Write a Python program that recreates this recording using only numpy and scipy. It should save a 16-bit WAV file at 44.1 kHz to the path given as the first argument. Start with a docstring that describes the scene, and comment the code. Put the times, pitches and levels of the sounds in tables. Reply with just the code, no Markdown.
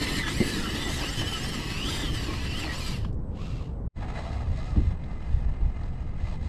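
"""Outdoors, a breeze buffeting the microphone throughout. Close by, a small electric crawler whirs up
a dirt mound in spurts of throttle, drawing away: gears whine and rattle in the plastic body, tyres
crunch grit. It stops near 3 s, then nudges on, its speed controller singing faintly from here on.
A brief drop to silence near 3.9 s, and we are at a heap of stones, where it creeps over them with
the motor labouring and the tyres scrubbing."""
import sys
import numpy as np
from scipy import signal
from scipy.fft import rfft, irfft
from scipy.io import wavfile
from scipy.ndimage import uniform_filter1d, map_coordinates

SR = 44100
rng = np.random.default_rng(int(sys.argv[2]) if len(sys.argv) > 2 else 0)


def put_to_file(sound):
    """Save the sound as 16-bit audio at rate SR, in the file named by the first command-line argument."""
    columns = np.atleast_2d(sound).T  # one column per channel
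    safe = np.clip(columns, -1, 1)
    whole_steps = np.round(safe * 32767)
    wavfile.write(sys.argv[1], SR, whole_steps.astype(np.int16))


N = 285768
TIME = np.arange(N) / SR
TEETH, CRUISE_HZ = 16, 3200  # meshes a shaft turn; mesh rate at cruising speed
STOP_S = 2.933  # throttle let go at the top of the mound
GAP_START_S, GAP_END_S = 3.886, 3.955  # the silence between the two places

# gear mesh rate up the mound: t/s, f/Hz
CLIMB_MESH = [(0.0, 4170), (0.04, 4140), (0.08, 3910), (0.15, 4360), (0.19, 4080), (0.23, 3563),
              (0.28, 3357), (0.39, 4675), (0.45, 4567), (0.52, 4710), (0.6, 3790), (0.65, 3023),
              (0.69, 2830), (0.76, 3306), (0.82, 3570), (0.89, 3526), (0.96, 3900), (1.03, 2560),
              (1.07, 2848), (1.13, 3316), (1.17, 3020), (1.205, 3114), (1.245, 2888), (1.3, 3087),
              (1.35, 2997), (1.39, 2820), (1.5, 3236), (1.6, 2546), (1.74, 2567), (1.84, 2973),
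              (1.91, 3685), (2.02, 3660), (2.07, 3163), (2.14, 3117), (2.25, 2826), (2.33, 2240),
              (2.42, 2642), (2.52, 2705), (2.59, 3250), (2.645, 2557), (2.7, 2226), (2.77, 2749),
              (2.83, 2406), (2.92, 2350), (3.05, 1590)]
# the whine rasps when the teeth chatter: t/s, noise-to-tone ratio
WHINE_ROUGHNESS = [(0.0, 0.5), (1.12, 0.45), (1.18, 0.25), (1.37, 0.25), (1.55, 0.6), (1.82, 0.7),
                   (1.91, 1.3), (2.01, 0.7), (3.05, 0.7)]
# side strands of the whine: shaft orders from the mesh rate, level/dB
WHINE_STRANDS = [(-3, -22.5), (-2, -16), (-1, -16.5), (1, -17.5)]
# the whine sings out as the wheels spin free: middle t/s, length/s, lift/dB
WHEEL_SPINS = [(0.025, 0.044, 8.5), (0.095, 0.032, 9), (0.185, 0.031, 8.5), (0.275, 0.075, 7),
               (0.41, 0.055, -1), (0.53, 0.083, 2.5), (0.68, 0.049, 7), (0.84, 0.078, 9.5),
               (0.95, 0.054, 6.5), (1.05, 0.062, 8.5), (1.205, 0.055, 12.5), (1.28, 0.053, 10.5),
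               (1.345, 0.06, 14), (1.51, 0.08, 4.5), (1.82, 0.18, 12), (2.02, 0.25, 10), (2.54, 0.15, 9),
               (2.635, 0.038, 10.5), (2.82, 0.05, 5)]
# the motor's own lines: multiple of the mesh rate
MOTOR_ORDERS = np.array([6, 7, 9, 14, 21, 28, 32, 35, 42, 49]) / 16
# strength of each of those lines: level/dB
MOTOR_LEVELS = [-5.5, -4, -3, -10, -7, -1.5, -1.5, -2, -4.5, -4]
# spectrum of the rattling body: f/Hz, level/dB
RATTLE_COLOUR = [(290, -46), (500, -12), (811, -6), (1300, -3), (1450, -7), (1960, 0.5), (2260, -6.5),
                 (2960, -0.5), (3370, -6.5), (4800, -7), (6030, -12.5), (7910, -15), (9120, -20),
                 (12500, -20.5), (15000, -38)]
# resonances of body and chassis: f/Hz, width/Hz, lift/dB
BODY_RESONANCES = [(1313, 85, 6), (1383, 200, -6), (1730, 410, 3), (1996, 226, 5.5), (2390, 310, 1),
                   (2960, 110, 3), (3110, 120, 0), (4830, 1000, 1), (6520, 990, -4.5), (7260, 170, 1),
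                   (7900, 130, -0.5), (8000, 1000, 2), (10200, 300, 4)]
# brighter rattle with the car side-on to the microphone: middle t/s, length/s, lift/dB
SIDE_ON = [(1.15, 0.91, 1.5)]
# the rattle's treble swells and dips: middle t/s, length/s, lift/dB
TREBLE_SWELLS = [(0.255, 0.076, -5), (0.7, 0.084, -2), (1.93, 0.18, 4), (2.2, 0.19, 1.5), (2.55, 0.081, 0),
                 (2.86, 0.16, 3)]
# high gear tones: multiple of the mesh rate, level/dB
OVERTONES = [(1.3125, -4), (1.75, 0), (2.1875, 0), (2.625, -1), (3.0625, -7)]
# the body's top resonances, which colour those tones: f/Hz, level/dB
OVERTONE_COLOUR = [(3500, -2.5), (5200, 1), (6200, -3), (6900, -3), (7500, 2), (8100, -0.5), (8700, -1),
                   (9400, -8.5), (10200, -4.5), (11000, -14), (13000, -19)]
# those tones shrill in the hard pushes: t/s, level/dB
OVERTONE_LEVELS = [(0.0, -53), (0.16, -47.5), (0.26, -50), (0.38, -44.5), (0.54, -43.5), (0.66, -54),
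                   (0.78, -50), (0.9, -42.5), (1.02, -50), (1.12, -45), (1.32, -45), (1.5, -47),
                   (1.62, -56), (1.93, -50), (2.15, -56), (2.9, -56)]

# wind rumble on the microphone: f/Hz, level/dB
RUMBLE_COLOUR = [(15, 6), (30, -1), (50, 0.5), (68, 2), (110, -4.5), (160, -9), (260, -27.5), (600, -75.5)]
# finer eddies on the microphone: f/Hz, level/dB
EDDY_COLOUR = [(70, -9.5), (120, 2), (170, 1), (240, -2.5), (330, -10.5), (520, -18), (700, -27.5),
               (1200, -53.5), (5000, -88)]
# air in the distance: f/Hz, level/dB
FAR_AIR_COLOUR = [(200, -2), (480, 4), (620, -3.5), (850, -6), (1050, -9.5), (1400, -17.5), (1900, -23.5),
                  (2500, -37), (4000, -42.5), (8500, -46.5), (11000, -59.5), (15000, -83.5)]
# gusts and lulls: middle t/s, length/s, lift/dB
GUSTS = [(0.39, .1, 5), (0.62, 0.053, 6.5), (1.55, 1, -1.5), (2.1, 0.12, 6.5), (3.05, 0.33, 3.5),
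         (4.5, 0.16, 9), (4.85, 0.18, 9.5), (5.33, 0.21, 6), (5.49, 0.078, 8), (5.66, 0.096, 11),
         (6.24, 0.038, 6)]
# bursts of brighter eddies: middle t/s, length/s, lift/dB
FLURRIES = [(0.19, 0.042, 6), (0.54, 0.19, 3.5), (4.785, 0.081, 12.5)]
# single eddies thumping the microphone: middle t/s, level/dB, f/Hz, half-length/s
BUFFETS = [(4.773, -20, 221, 0.0039), (4.783, -12, 88, 0.0086), (4.79, -30, 340, 0.023),
           (4.874, -19.5, 90, 0.022), (5.346, -11.5, 67.1, 0.0066), (5.484, -18, 41.5, 0.021),
           (5.628, -13, 81, 0.0097), (5.679, -22, 54.4, 0.0069)]

# the drivetrain squeals under strain: t/s, length/s, start f/Hz, level/dB, share of pitch lost
SQUEALS = [(0.0, 0.16, 2720, -39, 0.028), (0.026, 0.088, 2060, -34.5, 0.041),
           (0.185, 0.056, 2043, -31, 0.033), (0.215, 0.099, 1780, -34.5, 0.085),
           (0.373, 0.096, 2103, -31.5, 0.025), (0.393, 0.052, 4520, -41, 0.076),
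           (0.5, 0.11, 4210, -38.5, 0.17), (0.584, 0.12, 1400, -34, 0.05), (0.809, 0.11, 1977, -39, 0.011),
           (1.11, 0.052, 7430, -43.5, 0.0045), (1.17, 0.12, 1875, -40, 0.057),
           (1.36, 0.035, 7400, -53, 0.012), (1.456, 0.062, 8650, -46, 0.005),
           (1.879, 0.16, 3254, -38, 0.043), (1.961, 0.099, 1760, -36.5, 0.06),
           (2.255, 0.14, 1100, -39, 0.04), (2.275, 0.065, 2416, -42, 0.08), (2.585, 0.035, 7570, -45, 0.03),
           (2.634, 0.049, 4550, -35, 0.076), (2.661, 0.074, 1930, -34.5, 0.015),
           (2.744, 0.15, 1087, -42.5, 0.082), (2.767, 0.045, 7880, -44, 0.005),
           (2.8, 0.075, 4386, -39, 0.08), (2.85, 0.05, 7860, -46, 0.005),
           (2.883, 0.043, 4060, -42.5, 0.061), (2.924, 0.049, 2920, -40, 0.11)]
# the chassis lands: t/s, level/dB, ring f/Hz
BUMPS = [(0.016, -17, 297), (0.4031, -11, 224.8), (0.4126, -16, 361), (0.426, -20, 304),
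         (0.569, -21.5, 300), (2.04, -22.5, 288), (2.285, -24.5, 309.2)]
# modes of the chassis: multiple of the ring pitch, level/dB, decay/s
CHASSIS_MODES = [(0.6, -22, 0.0064), (1.0, 1.5, 0.0087), (1.42, -9, 0.0085), (1.85, -13, 0.0041),
                 (4.9, -23, 0.004)]
# stones knock under the wheels: t/s, level/dB, ring f/Hz
KNOCKS = [(0.067, -29, 2010), (0.28, -22, 2940), (1.036, -29, 1150), (1.321, -30.5, 1000),
          (2.305, -35, 1060), (2.635, -27, 2750), (2.693, -44, 1960), (3.045, -32.5, 1100),
          (3.046, -39, 3100), (3.126, -54, 8050), (3.141, -58, 8050), (3.19, -66, 5470), (3.24, -67, 4000),
          (5.038, -48, 3900), (5.221, -48.5, 3000), (5.832, -46.5, 3900)]
# tyres grind through loose stones: middle t/s, length/s, level/dB
CRUNCHES = [(0.282, 0.03, -43), (0.686, 0.06, -55), (0.88, 0.082, -42), (1.01, 0.082, -43),
            (1.22, 0.062, -44), (1.976, 0.2, -45.5), (2.285, 0.049, -52), (2.662, 0.08, -43.5),
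            (2.78, 0.12, -55)]
# spectrum of that grinding: f/Hz, level/dB
CRUNCH_COLOUR = [(350, -10), (700, 1.5), (1050, -3), (1500, -11), (3000, -17), (9000, -41)]
# tyres spray fine grit: middle t/s, length/s, level/dB
SPRAYS = [(0.51, 0.22, -45), (0.928, 0.12, -43), (1.964, 0.19, -51), (2.84, 0.19, -51)]
# spectrum of that spray: f/Hz, level/dB
SPRAY_COLOUR = [(2500, -7), (4800, 2), (6300, -2), (7900, -1), (9500, -8.5), (12500, -10), (15000, -26)]

# the last push on the mound: t/s, mesh f/Hz, gear level/dB, relative scrub level/dB
NUDGE = [(3.26, 603, -92, -90), (3.35, 849, -66, -63.5), (3.39, 1045, -47, -56), (3.43, 1230, -57, -52.5),
         (3.5, 1293, -57.5, -53.5), (3.585, 1250, -67, -55.5), (3.615, 1090, -48, -57.5),
         (3.645, 950, -62, -58), (3.82, 596, -92, -88)]
# tyres scrubbing in dirt: f/Hz, level/dB
DIRT_COLOUR = [(600, -14.5), (1200, 2), (1600, -7), (2200, -2.5), (2700, 1.5), (3500, -3.5), (5000, -8),
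               (6000, -12), (8300, -16), (9200, -25.5), (12500, -29.5), (15000, -43.5)]
# the crawl over the stone heap: t/s, mesh f/Hz, level/dB, treble lift/dB
HEAP_CRAWL = [(3.95, 699.5, -56, 4), (4.02, 802, -46.5, 1), (4.17, 897, -44.5, 3), (4.3, 1247, -46.5, 5.5),
              (4.44, 1268, -48, 2), (4.51, 1050, -48, 4.5), (4.6, 1153, -47.5, 6), (4.69, 1285, -47.5, 9),
              (4.76, 1133, -48, 4), (4.87, 853, -51, 6), (4.98, 698, -52, -1), (5.26, 700, -52, 2),
              (5.35, 898, -51.5, 6), (5.48, 702, -52, -0.5), (6.18, 700.5, -53.5, 3), (6.3, 1191, -48, 6.5),
              (6.38, 855, -52.5, 0.5), (6.47, 994, -51.5, 8)]
# tyres scrubbing on stones: f/Hz, level/dB
STONE_COLOUR = [(210, -39), (350, -14.5), (510, -5.5), (831, -2.5), (1290, -13.5), (1510, -16.5),
                (2040, -11.5), (2270, -17.5), (2500, -17), (3060, -20), (4070, -22), (5840, -32),
                (8250, -31.5), (9600, -44), (12400, -52), (15000, -78)]
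# resonances in that scrub: f/Hz, width/Hz, lift/dB
SCRUB_RESONANCES = [(716, 200, 2), (1263, 200, 6.5), (1480, 130, -2), (1686, 150, 7), (2050, 81, 9),
                    (2260, 260, -1.5), (2500, 100, 6.5), (2830, 43, 6.5), (3990, 170, 6), (4730, 110, 6),
                    (5340, 170, 7.5), (6520, 210, 7.5)]
# the chassis growls as the motor labours: middle t/s, length/s, level/dB
GROWLS = [(4.04, 0.063, -56), (4.294, 0.38, -54), (4.696, 0.21, -70)]
# spectrum of that growl: f/Hz, level/dB
GROWL_COLOUR = [(350, -9), (600, 2), (850, 6), (1050, -8), (1500, -18), (3000, -46)]


def undb(db):
    """Decibels to gain."""
    return 10 ** (np.asarray(db) / 20)


def curves(table):
    """Each column of a table, joined by straight lines in time."""
    times, *columns = np.transpose(table)
    return [np.interp(TIME, times, column) for column in columns]


def ramp(start, length):
    """Rise smoothly from nothing to one."""
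    return np.sin(np.pi / 2 * np.clip((TIME - start) / length, 0, 1)) ** 2


def swells(table):
    """Sum of bell-shaped swells, each with its middle, length and height."""
    return sum(height * np.exp(-(2 * (TIME - s) / length) ** 2) for s, length, height in table)


def bursts(table):
    """Gain that swells out of silence to each row's level in dB."""
    return swells([(s, length, undb(db)) for s, length, db in table])


def noise():
    """White noise."""
    return rng.standard_normal(N)


def walk(rate):
    """Smooth chance that changes about rate times a second; spread one."""
    hold = max(int(SR / rate), 2)
    steps = np.repeat(rng.standard_normal(N // hold + 1), hold)[:N]
    return 1.35 * uniform_filter1d(uniform_filter1d(steps, hold), hold)


def grit(rate, spread_db):
    """Tiny clicks of unequal size; rms one."""
    clicks = (rng.random(N) < rate / SR) * np.sign(noise())
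    clicks = clicks * undb(spread_db * np.minimum(rng.exponential(size=N), 3))
    return clicks / np.std(clicks)


def shape(x, colour, band, resonances=()):
    """Filter by a spectrum and its resonances; rms one inside the band."""
    hz = np.arange(N // 2 + 1) * SR / N + 1e-3
    points, db = np.transpose(colour)
    db = np.interp(np.log(hz), np.log(points), db)
    db = db - 24 * np.maximum(np.log2(points[0] / hz), 0)  # roll off below the first point
    for centre, width, lift in resonances:
        db = db + lift / (1 + (2 * (hz - centre) / width) ** 2)
    spectrum = rfft(x) * undb(db)
    in_band = irfft(spectrum * (hz > band[0]) * (hz < band[1]), N)
    return irfft(spectrum, N) / np.std(in_band)


def brighten(x, hz, db):
    """Lift or lower everything above hz."""
    treble = signal.sosfiltfilt(signal.butter(2, hz, "high", fs=SR, output="sos"), x)
    return x + (undb(db) - 1) * treble


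def steady(x, samples, floor=0):
    """Hold the running rms at one."""
    return x / np.sqrt(uniform_filter1d(x ** 2, size=samples) + floor)


def turns(hz, wobble):
    """Phase of a rotation whose speed shakes."""
    return 2 * np.pi * np.cumsum(hz * (1 + wobble * walk(70))) / SR


def rough_tone(phase, rough, rate):
    """A tone scattered in strength and timing, as by uneven teeth."""
    scatter = walk(rate) * np.sin(phase) + walk(rate) * np.cos(phase)
    return (np.sqrt(2) * np.sin(phase) + rough * scatter) / np.sqrt(1 + rough ** 2)


def gear_whine(phase, octaves_over_cruise, housing_hz=3029, housing_width_hz=140, housing_db=3):
    """An off-centre pinion splits the whine into rough strands, which ring the housing."""
    rough, = curves(WHINE_ROUGHNESS)
    tone, power = rough_tone(phase, rough, rate=380), 1
    for orders_away, db in WHINE_STRANDS:
        gain = undb(db + 18.5 * octaves_over_cruise + 4 * rough)
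        tone += gain * rough_tone(phase * (1 + orders_away / TEETH), rough=1.0, rate=160)
        power += gain ** 2
    tone = tone / np.sqrt(power)
    housing = signal.lfilter(*signal.iirpeak(housing_hz, housing_hz / housing_width_hz, fs=SR), tone)
    return tone + (undb(housing_db) - 1) * housing


def drivetrain(phase, width, shaft_db, scatter_db=3, nominal_hz=4000):
    """Rough lines at multiples of the shaft rate, plus the motor's own; all glide with speed."""
    order = np.arange(N // 2 + 1) * SR / N / nominal_hz
    shaft_orders = np.arange(4, 80) / TEETH
    shaft_levels = shaft_db + scatter_db * rng.standard_normal(len(shaft_orders))
    gain = np.zeros(len(order))
    for centre, db in zip([*MOTOR_ORDERS, *shaft_orders], [*MOTOR_LEVELS, *shaft_levels]):
        near = slice(*np.searchsorted(order, [centre - .1, centre + .1]))
        gain[near] += undb(db) * np.exp(-((order[near] - centre) / width) ** 2)
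    # the sound at one speed, run faster or slower as the shaft turns
    one_speed = irfft(rfft(noise()) * gain, N)
    return map_coordinates(one_speed, [phase / (2 * np.pi) * SR / nominal_hz], order=3)


def fast_motor(phase, echo_s=0.001087):
    """The motor reaches the microphone direct and off the ground; the echo shifts as the car bounces."""
    direct = drivetrain(phase, width=0.016, shaft_db=-6)
    lag_s = echo_s * (1 + 0.13 * walk(7))
    echo = 1.04 * np.interp(TIME - lag_s, TIME, direct)
    motor = brighten(direct + echo, 2120, 5.1)  # a small motor radiates its low lines poorly
    motor = shape(motor, RATTLE_COLOUR, (1200, 6000), BODY_RESONANCES)
    return steady(motor, samples=4000, floor=1e-6)


def body_rattle(phase, mesh_hz):
    """Loose gears and grit rattle the body; the motor's lines melt into the rattle as it slows."""
    motor = fast_motor(phase)
    # backlash opens and closes once a turn of the pinion
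    chatter = (1 + 0.078 * np.sin(phase / TEETH)) * undb(1.28 * walk(55.13))
    loose_parts = noise() + 0.74 * grit(rate=900, spread_db=1.5)
    rattle = shape(loose_parts, RATTLE_COLOUR, (1200, 6000), BODY_RESONANCES)
    line_share = 0.56 * np.minimum(mesh_hz / CRUISE_HZ, 1) ** 2
    return chatter * (np.sqrt(1 - line_share) * rattle + np.sqrt(line_share) * motor)


def plastic_shell(rattle, octaves, turned):
    """The shell is brighter at speed and side-on to the microphone, and rings less once turned."""
    ring = signal.sosfiltfilt(signal.butter(1, [1650, 2400], "band", fs=SR, output="sos"), rattle)
    ring_db = -5 + 0.15 * TIME - 8 * turned
    treble_db = -2.1 + 3 * octaves + swells(SIDE_ON) + 0.92 * walk(25.7)
    shell = brighten(rattle + (undb(ring_db) - 1) * ring, 7500, treble_db)
    return brighten(shell, 2900, swells(TREBLE_SWELLS))


def tyre_thrum():
    """Knobbly tyres drum on the chassis."""
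    colour = [(200, -10.5), (285, 4.5), (400, -6.5), (620, -18), (850, -23), (1500, -49)]
    return undb(3.2 * walk(20)) * shape(noise(), colour, (200, 600))


def overtones(phase):
    """High, raspy gear tones slide with the motor speed and flutter as the wheels judder."""
    db, = curves(OVERTONE_LEVELS)
    tones = 0
    for multiple, tone_db in OVERTONES:
        flutter_db = 4.5 * np.clip(walk(60), -2, 1.3)
        play = 2 * walk(130) + 4 * walk(35)  # slack gears let each tone stray from the shaft
        tones += undb(tone_db + flutter_db) * rough_tone(multiple * phase + play, rough=2.0, rate=600)
    tones = shape(tones, OVERTONE_COLOUR, (3000, 13000))
    return undb(db) * tones / np.std(tones[TIME < STOP_S])


def climb_gain(recede_db_per_s=1.5, run_down_db_per_s=114):
    """The car draws away from the microphone, then runs down when the throttle is let go."""
    loss_db = recede_db_per_s * TIME + run_down_db_per_s * np.maximum(TIME - STOP_S, 0)
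    return undb(-loss_db) * (1 - ramp(3.04, 0.13))


def climb():
    """Up the mound: the gear speed drives whine, rattle and overtones, over the drumming tyres."""
    mesh_hz, = curves(CLIMB_MESH)
    octaves = np.log2(mesh_hz / CRUISE_HZ)
    phase = turns(mesh_hz, wobble=0.00704)
    turned = ramp(2.62, 0.34)  # near the top the car turns along the slope
    whine = undb(-46.5 + swells(WHEEL_SPINS)) * gear_whine(phase, np.maximum(octaves, 0))
    rattle = undb(-34 + 2 * octaves) * plastic_shell(body_rattle(phase, mesh_hz), octaves, turned)
    thrum = undb(-39.5 - 10 * turned) * tyre_thrum()
    return climb_gain() * (whine + overtones(phase) + rattle + thrum)


def climb_hiss():
    """A faint, very high hiss that fades with the climb."""
    colour = [(8500, -12), (10000, -28), (11500, 10.5), (14500, 2.5)]
    return undb(-56) * climb_gain() * shape(noise(), colour, (9000, 15000))


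def breeze(freshen_db_per_s=0.48, eddy_ease_db_per_s=1.4):
    """Turbulence rumbles on the microphone, single eddies thump it, and far air murmurs behind."""
    gust_db, flurry_db = swells(GUSTS), swells(FLURRIES)
    at_heap = ramp(GAP_START_S, 0.046)  # here the rumble is deeper and the far air weaker
    rumble = steady(shape(noise(), RUMBLE_COLOUR, (20, 160)), samples=5000)
    rumble = brighten(rumble, 96, -2.5 * at_heap)
    rumble *= undb(-34 + freshen_db_per_s * TIME + gust_db + 1.27 * walk(12))
    eddy_db = -38.5 - eddy_ease_db_per_s * TIME + 0.046 * gust_db + 1.05 * walk(35)
    eddies = undb(eddy_db) * shape(noise(), EDDY_COLOUR, (160, 500))
    eddies = undb(flurry_db) * brighten(eddies, 410, 0.22 * flurry_db)
    far_air = undb(-49 - 6.5 * at_heap) * shape(noise(), FAR_AIR_COLOUR, (300, 3000))
    out = rumble + eddies + far_air
    for s, db, hz, half_length in BUFFETS:
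        phase = turns(hz, wobble=0.22)
        pressure = np.cos(phase - np.interp(s, TIME, phase))  # crests in the middle of the thump
        out += undb(db) * pressure * np.exp(-((TIME - s) / half_length) ** 2)
    return out


def squeals(rasp_hz=190, rasp_depth=0.5):
    """Wheels bind on stones: short drivetrain tones swell and sag, shaken by the turning shaft."""
    out = np.zeros(N)
    shake, in_phase, across, grip = walk(120), walk(230), walk(230), walk(150)
    for s, length, start_hz, db, sag in SQUEALS:
        part = slice(int(s * SR), int((s + length) * SR))
        progress = np.linspace(0, 1, len(out[part]))
        hz = start_hz * (1 - sag * progress) * (1 + 0.0075 * shake[part])
        phase = 2 * np.pi * np.cumsum(hz) / SR
        tone = (0.73 + 0.45 * in_phase[part]) * np.sin(phase) + 0.17 * across[part] * np.cos(phase)
        rasp = 1 + rasp_depth * grip[part] * np.sin(phase * rasp_hz / start_hz)
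        out[part] += undb(db) * tone * rasp * np.sin(np.pi * progress)
    return out


def bumps(contact_s=0.0012):
    """The chassis lands on its tyres: a dull knock that starts at once and dies quickly."""
    out = np.zeros(N)
    for s, db, hz in BUMPS:
        age = np.maximum(TIME - s, 0)
        ring = sum(undb(mode_db) * np.sin(2 * np.pi * hz * multiple * age) * np.exp(-age / decay)
                   for multiple, mode_db, decay in CHASSIS_MODES)
        out += undb(db) * ring * (1 - np.exp(-age / contact_s))
    return out


def knocks(attack_s=0.0019, decay_s=0.0054):
    """A stone shifts under a wheel: a dry clack with a broad ring, softened by crumbling dirt."""
    out = np.zeros(N)
    for s, db, hz in KNOCKS:
        age = np.maximum(TIME - s, 0)
        colour = [(hz / 4, -6), (hz, 0), (hz * 1.27, -8), (hz * 7, -30), (hz * 14, -50)]
        clack = shape(noise(), colour, (500, 11000), [(hz, hz / 3, 5)])
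        out += undb(db) * clack * np.exp(-age / decay_s) * (1 - np.exp(-age / attack_s))
    return brighten(out, 6100, -11)


def crunches():
    """Loose stones grind under a spinning tyre: short swells of coarse grit."""
    grind = noise() + grit(rate=560, spread_db=8)
    return shape(grind, CRUNCH_COLOUR, (550, 1200)) * bursts(CRUNCHES)


def sprays():
    """Fine grit patters off the spinning tyres."""
    return shape(grit(rate=1500, spread_db=1), SPRAY_COLOUR, (3000, 12000)) * bursts(SPRAYS)


def controller(switching_hz=7998, slowest_db=-85, db_per_octave=7):
    """The speed controller switches the motor at one high pitch, louder with each push on the heap."""
    mesh_hz = curves(HEAP_CRAWL)[0]
    db = slowest_db + db_per_octave * np.log2(mesh_hz / mesh_hz.min())
    tone = rough_tone(2 * np.pi * switching_hz * TIME, rough=0.4, rate=34)
    return undb(db) * ramp(3.19, 0.06) * tone


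def slow_motor(phase, line_share=0.6, grit_gain=0.52, throb=0.2):
    """At low speed the drivetrain's lines crowd into a growl over grit, throbbing once a shaft turn."""
    lines = drivetrain(phase, width=0.019, shaft_db=0)
    lines = shape(lines, [(200, 0.0056), (15000, 0.0046)], (500, 3000))
    scrub = noise() + grit_gain * grit(rate=1200, spread_db=5)
    scrub = shape(scrub, [(200, 0.0086), (15000, 0.0089)], (500, 3000))
    scrub = brighten(scrub, 4200, 2.5)  # grit takes over in the treble
    growl = np.sqrt(line_share) * lines + np.sqrt(1 - line_share) * scrub
    return growl * (1 + throb * np.sin(phase / TEETH))


def nudge():
    """One more push on the mound: the gear tone rises and falls, and the tyres scrub in loose dirt."""
    mesh_hz, gears_db, scrub_db = curves(NUDGE)
    phase = turns(mesh_hz, wobble=0.01)
    motor = undb(0.9 * walk(90)) * slow_motor(phase)
    resonances = [(2850, 500, 0.5), (4100, 230, 4), (4900, 200, 3), (6700, 200, 4.6)]
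    dirt = steady(shape(motor, DIRT_COLOUR, (2200, 9000), resonances), samples=6000)
    return undb(scrub_db + 2) * dirt + undb(gears_db) * rough_tone(phase, rough=1.0, rate=280)


def crawl():
    """At the heap the motor labours and the tyres scrub on stones, louder and brighter at each push."""
    mesh_hz, db, treble_db = curves(HEAP_CRAWL)
    phase = turns(mesh_hz * (1 + 0.025 * walk(14)), wobble=0.00992)
    motor = slow_motor(phase)
    stones = shape(undb(1.56 * walk(50)) * motor, STONE_COLOUR, (600, 3000), SCRUB_RESONANCES)
    stones = brighten(stones, 3300, treble_db + 0.73 * walk(26))
    speed = (mesh_hz - mesh_hz.min()) / np.ptp(mesh_hz)
    gears = undb(-8.5) * speed * rough_tone(phase, rough=1.4, rate=240)
    growl = shape(motor, GROWL_COLOUR, (600, 1400)) * bursts(GROWLS)
    return (undb(db) * (stones + gears) + growl) * ramp(GAP_START_S, 0.048)


def scene():
    """Car, ground and wind sit dead centre; only the highest hiss has stereo width."""
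    mound = climb() + bumps() + sprays() + crunches() + squeals() + nudge()
    mid = mound + crawl() + controller() + knocks() + breeze()
    side = climb_hiss()
    return np.array([mid + side, mid - side])


def record(dry, gap_db=-51, fade_s=0.009, top_hz=15100):
    """The level drops out between mound and heap, and the highest treble is cut."""
    gap = ramp(GAP_START_S - fade_s, fade_s) * (1 - ramp(GAP_END_S - 0.038, 0.058))
    lowpass = signal.ellip(10, .2, 80, top_hz, fs=SR, output="sos")
    return signal.sosfilt(lowpass, dry * undb(gap_db * gap))


dry = scene()
out = record(dry)
put_to_file(out)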